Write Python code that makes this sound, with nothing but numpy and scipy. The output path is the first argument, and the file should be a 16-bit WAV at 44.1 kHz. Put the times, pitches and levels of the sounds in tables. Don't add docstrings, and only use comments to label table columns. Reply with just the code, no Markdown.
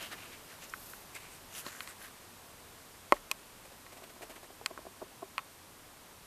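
import sys
import numpy as np
from scipy import signal
from scipy.fft import rfft, irfft
from scipy.io import wavfile
from scipy.ndimage import uniform_filter1d

SR = 44100
rng = np.random.default_rng(int(sys.argv[2]) if len(sys.argv) > 2 else 0)


def output_pcm(signal):
    pcm = np.clip(np.atleast_2d(signal).T, -1, 1) * 32767
    wavfile.write(sys.argv[1], SR, np.round(pcm).astype(np.int16))


N = 276066
TIME = np.arange(N) / SR


def clicks(chatter_t60_s=0.014, soft_hz=1460, soft_chatter_db=-8, chatter_db_per_octave=6.5):
    # start in seconds, ring level in dB rms over 10 ms, high-pass in Hz, low-pass in Hz,
    # note of the struck spot in Hz, its boost in dB.
    blows = [(.7372, -37.5, 2220, 900, 1550, 36), (0.935, -47.5, 1900, 1300, 1520, 24),
             (1.665, -40.5, 218, 2900, 4080, 11.5), (1.806, -40, 1900, 3220, 1510, 13.5),
             (1.875, -47, 1110, 5500, 1940, 9), (3.1226, -16, 438, 1140, 2050, 10),
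             (3.167, -50.5, 900, 1500, 1950, 19), (3.3141, -29.5, 754, 8500, 2590, 17.5),
             (3.8646, -51.5, 900, 2500, 1830, 12), (4.6608, -30.5, 1550, 6760, 1500, 7.5),
             (4.7762, -43.5, 300, 1610, 1610, 18), (5.3804, -31, 1140, 2130, 2660, 8.5),
             (5.391, -42, 1200, 1300, 2685, 10)]
    out, t = np.zeros(N), TIME[:SR // 10]
    for start_s, db, low_hz, high_hz, spot_hz, spot_db in blows:
        chatter = rng.standard_normal(len(t)) * gain_of(-60 * t / chatter_t60_s)
        chatter = cut(chatter, hz=700, kind="high", order=1)
        chatter = cut(chatter, hz=12500, kind="low", order=2)
        chatter_db = soft_chatter_db + chatter_db_per_octave * np.log2(high_hz / soft_hz)
        shell = shell_ring(low_hz, high_hz, spot_hz, spot_db)
        add(out, start_s, gain_of(db) * (shell + gain_of(chatter_db) * chatter))
    return out


def shell_ring(low_hz, high_hz, spot_hz, spot_db, lag_hz=1500):
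    # mode frequency in Hz, level in dB, t60 in seconds.
    shell_modes = [(250, -8.5, .036), (347, -8, 0.033), (392, -12, 0.034), (593, -8, 0.042),
                   (840, -22, 0.056), (1096, 0, 0.028), (1302, -2.5, 0.018), (1496, -11, 0.013),
                   (1910, -13, 0.022), (2140, -11, 0.022), (2490, -5, 0.013), (3100, 7, 0.0026),
                   (4270, 6.5, 0.0041), (5780, -22, 0.02), (7550, 6.5, 0.0039), (10430, -8, .005)]
    sound = cut(ring(shell_modes), high_hz, "low", order=2)
    sound = cut(sound, low_hz, "high", order=3)
    spot_band = signal.lfilter(*signal.iirpeak(spot_hz, Q=8, fs=SR), sound)
    sound = sound + (gain_of(spot_db) - 1) * spot_band
    sound = 2 * signal.lfilter(*signal.iirpeak(lag_hz, Q=1.84, fs=SR), sound) - sound
    first_10_ms = sound[:SR // 100]
    return sound / np.sqrt(np.mean(first_10_ms ** 2))


def rubs(pad_hz=3950, pad_body_db=-8, body_db_per_octave=-5.5):
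    # peak time in seconds, half length in seconds, level in dB, pressure from 0 to 1,
    # scrape resonance in Hz, skin hiss resonance in Hz.
    finger_strokes = [(0.033, 0.032, -40, .58, 2950, 4040), (.128, 0.012, -38.5, 0.64, 1730, 4000),
                      (0.228, 0.056, -49.5, .68, 2620, 3930), (.335, 0.02, -49, 0.68, 2380, 4000),
                      (0.521, 0.023, -49.5, 0.64, 1940, 5000), (0.636, 0.015, -44.5, .5, 2570, 6200),
                      (0.699, 0.0027, -45.5, .08, 2500, 5960), (0.869, 0.11, -52, .08, 2500, 12200),
                      (1.153, 0.0048, -41.5, 0.48, 2250, 8000), (1.166, 0.0075, -40, 0.73, 2280, 8060),
                      (1.224, 0.065, -52.5, 0.66, 2260, 8000), (1.342, .028, -52, 0.35, 2440, 8500),
                      (1.563, .03, -43.5, 0.44, 2910, 6360), (1.587, 0.022, -41, 0.29, 3000, 10600),
                      (1.672, 0.017, -43, 0.47, 1290, 4200), (1.726, 0.088, -48, 0.5, 1640, 7060),
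                      (1.826, 0.02, -48.5, 0.38, 2000, 10900), (1.896, 0.021, -46, 0.53, 1690, 8300),
                      (2.044, 0.03, -45.5, 0.58, 1650, 10900)]
    out = np.zeros(N)
    for peak_s, half_s, db, pressure, scrape_hz, skin_hz in finger_strokes:
        body_db = pad_body_db + body_db_per_octave * np.log2(skin_hz / pad_hz)
        gains = gain_of(db) * np.array([gain_of(body_db) * pressure, pressure, 1 - pressure])
        add(out, *stroke(peak_s, half_s, half_s, gains, scrape_hz, skin_hz, resonance_db=8.5))
    return out


def stroke(peak_s, rise_s, fall_s, gains, scrape_hz, skin_hz, resonance_db):
    # frequency in Hz, relative density in dB.
    body_spectrum = [(60, -44), (180, -3), (350, 6.5), (500, 4.5), (680, 7.5), (1000, -4.5), (1500, -32)]
    scrape_spectrum = [(600, -42), (1100, 5), (1600, 4.5), (2300, 3), (2900, 2.5), (4000, -3), (7000, -13)]
    skin_spectrum = [(2000, -77), (3600, 3.5), (5000, 4), (7000, 5.5), (10000, 3.5), (14000, 4)]
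    start_s = max(peak_s - 0.5, 0)
    t = start_s + TIME[:SR]
    width_s = np.where(t < peak_s, rise_s, fall_s)
    swell = np.exp(-0.5 * ((t - peak_s) / width_s) ** 2)
    body = coloured(friction(len(t)), body_spectrum)
    scrape = coloured(friction(len(t)), scrape_spectrum, resonance=(scrape_hz, resonance_db, 0.24))
    skin = coloured(friction(len(t)), skin_spectrum, resonance=(skin_hz, resonance_db, 0.22))
    return start_s, swell * (gains @ np.array([body, scrape, skin]))


def friction(samples, grains_per_s=2500, slide_gain=0.94, grip_db=1.5):
    grains = rng.standard_normal(samples) * (rng.random(samples) < grains_per_s / SR)
    grip = unit_rms(uniform_filter1d(rng.standard_normal(samples), size=200))
    slide = slide_gain * rng.standard_normal(samples)
    return (unit_rms(grains) + slide) * gain_of(grip_db * grip)


def creaks(step_s=0.00368, jitter_steps=0.17, pitch_spread=0.062, lead_db=-5.5, scatter_db=3.8):
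    # mode frequency in Hz, level in dB, t60 in seconds.
    seam_modes = [(310, -21, 0.013), (384, -0.5, 0.079), (547, -2, .02), (670, 7.5, 0.024),
                  (820, -0.5, 0.012), (1026, 0, 0.032)]
    # time of the last step in seconds, its peak in dB, build-up in seconds.
    slips = [(3.9895, -50, .002), (4.0218, -42, .002), (4.1636, -43.5, .002), (4.21, -40.5, .002),
             (4.4322, -41.5, .002), (4.5044, -41, .002), (4.6134, -36.5, .002), (4.7112, -33.5, .01),
             (4.7902, -37.5, .002), (4.8528, -39, .002), (4.8678, -34, .002), (5.026, -32, .0115),
             (5.2296, -33, .01)]
    out = np.zeros(N)
    for last_s, db, build_s in slips:
        for k, (tension, timing, size) in enumerate(rng.standard_normal((8, 3))):
            if k * step_s > build_s:
                break
            step = ring(seam_modes, pitch_ratio=np.exp(pitch_spread * tension))
            step = cut(step, hz=1250, kind="low", order=2)
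            step = cut(step, hz=290, kind="high", order=2)
            early_s = step_s * (k + jitter_steps * timing) if k else 0
            offset_db = lead_db + scatter_db * size if k else 0
            add(out, last_s - early_s, gain_of(db + offset_db) * step / abs(step).max())
    return out


def scuffs(rise_s=0.004, body_db=0.5, skin_db=-3):
    # peak time in seconds, fade in seconds, scrape level in dB.
    jerks = [(3.142, 0.027, -54), (3.655, 0.0039, -55.5), (3.723, 0.0025, -58), (3.926, 0.01, -55.5),
             (3.971, 0.013, -56), (4.039, 0.0068, -51.5), (4.099, .008, -54.5), (4.224, 0.017, -48),
             (4.3, 0.02, -52), (4.362, 0.014, -53), (4.434, 0.024, -58.5)]
    out = np.zeros(N)
    for peak_s, fade_s, db in jerks:
        gains = gain_of(db) * gain_of([body_db, 0, skin_db])
        add(out, *stroke(peak_s, rise_s, fade_s, gains, scrape_hz=2120, skin_hz=8650, resonance_db=3.5))
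    return out


def sway():
    return dying_tone(start_s=3.123, hz=32, db=-48, t60_s=0.37)


def ping():
    return dying_tone(start_s=5.382, hz=3612, db=-62, t60_s=0.46)


def hiss(settled_db=-55.5, start_boost_db=4, settle_s=3.96):
    # frequency in Hz, relative density in dB.
    noise_spectrum = [(12, -70), (20, -3), (38, -1.5), (60, -5), (85, -2.5), (195, -4), (263, -3.5),
                      (356, -4.5), (481, -5), (832, -5.5), (903, -4.5), (1950, -10), (6150, -14.5),
                      (8320, -14.5), (14000, -15.5)]
    # centre in Hz, width in Hz, level in dB rms.
    hum_bands = [(89.4, 14, -74.5), (1075, 180, -73.5), (8200, 130, -75.5)]
    level_db = settled_db + start_boost_db * np.exp(-TIME / settle_s)
    out = coloured(rng.standard_normal(N), noise_spectrum) * gain_of(level_db)
    bins_hz = np.fft.rfftfreq(N, 1 / SR)
    for centre_hz, width_hz, db in hum_bands:
        band = np.exp(-2 * ((bins_hz - centre_hz) / width_hz) ** 2)
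        hum = irfft(rfft(rng.standard_normal(N)) * band, N)
        out += gain_of(db) * unit_rms(hum)
    return out


def ring(modes, pitch_ratio=1):
    t = TIME[:SR // 10]
    return sum(gain_of(db - 60 * t / t60_s) * np.sin(2 * np.pi * hz * pitch_ratio * t)
               for hz, db, t60_s in modes)


def dying_tone(start_s, hz, db, t60_s):
    out, t = np.zeros(N), TIME[:SR // 2]
    add(out, start_s, gain_of(db - 60 * t / t60_s) * np.sin(2 * np.pi * hz * t))
    return out


def coloured(x, spectrum, resonance=None):
    hz, db = np.transpose(spectrum)
    bins_hz = np.fft.rfftfreq(len(x), 1 / SR) + 1
    shape_db = np.interp(np.log(bins_hz), np.log(hz), db)
    if resonance:
        peak_hz, peak_db, octaves = resonance
        shape_db += peak_db / (1 + (np.log2(bins_hz / peak_hz) / octaves) ** 2)
    return unit_rms(irfft(rfft(x) * gain_of(shape_db), len(x)))


def cut(x, hz, kind, order):
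    return signal.sosfilt(signal.butter(order, hz, kind, fs=SR, output="sos"), x)


def gain_of(db):
    return 10 ** (np.asarray(db) / 20)


def unit_rms(x):
    return x / np.sqrt(np.mean(x ** 2) + 1e-20)


def add(mix, start_s, sound):
    part = mix[round(start_s * SR):][:len(sound)]
    part += sound[:len(part)]


def scene():
    return (hiss() + rubs() + scuffs() + clicks() + creaks() + sway() + ping())[None]


def record(dry):
    edge_hz = 14280
    taps = signal.firwin(511, edge_hz, window=("kaiser", 8), fs=SR)
    return signal.oaconvolve(dry, taps[None], "same")


dry = scene()
out = record(dry)
output_pcm(out)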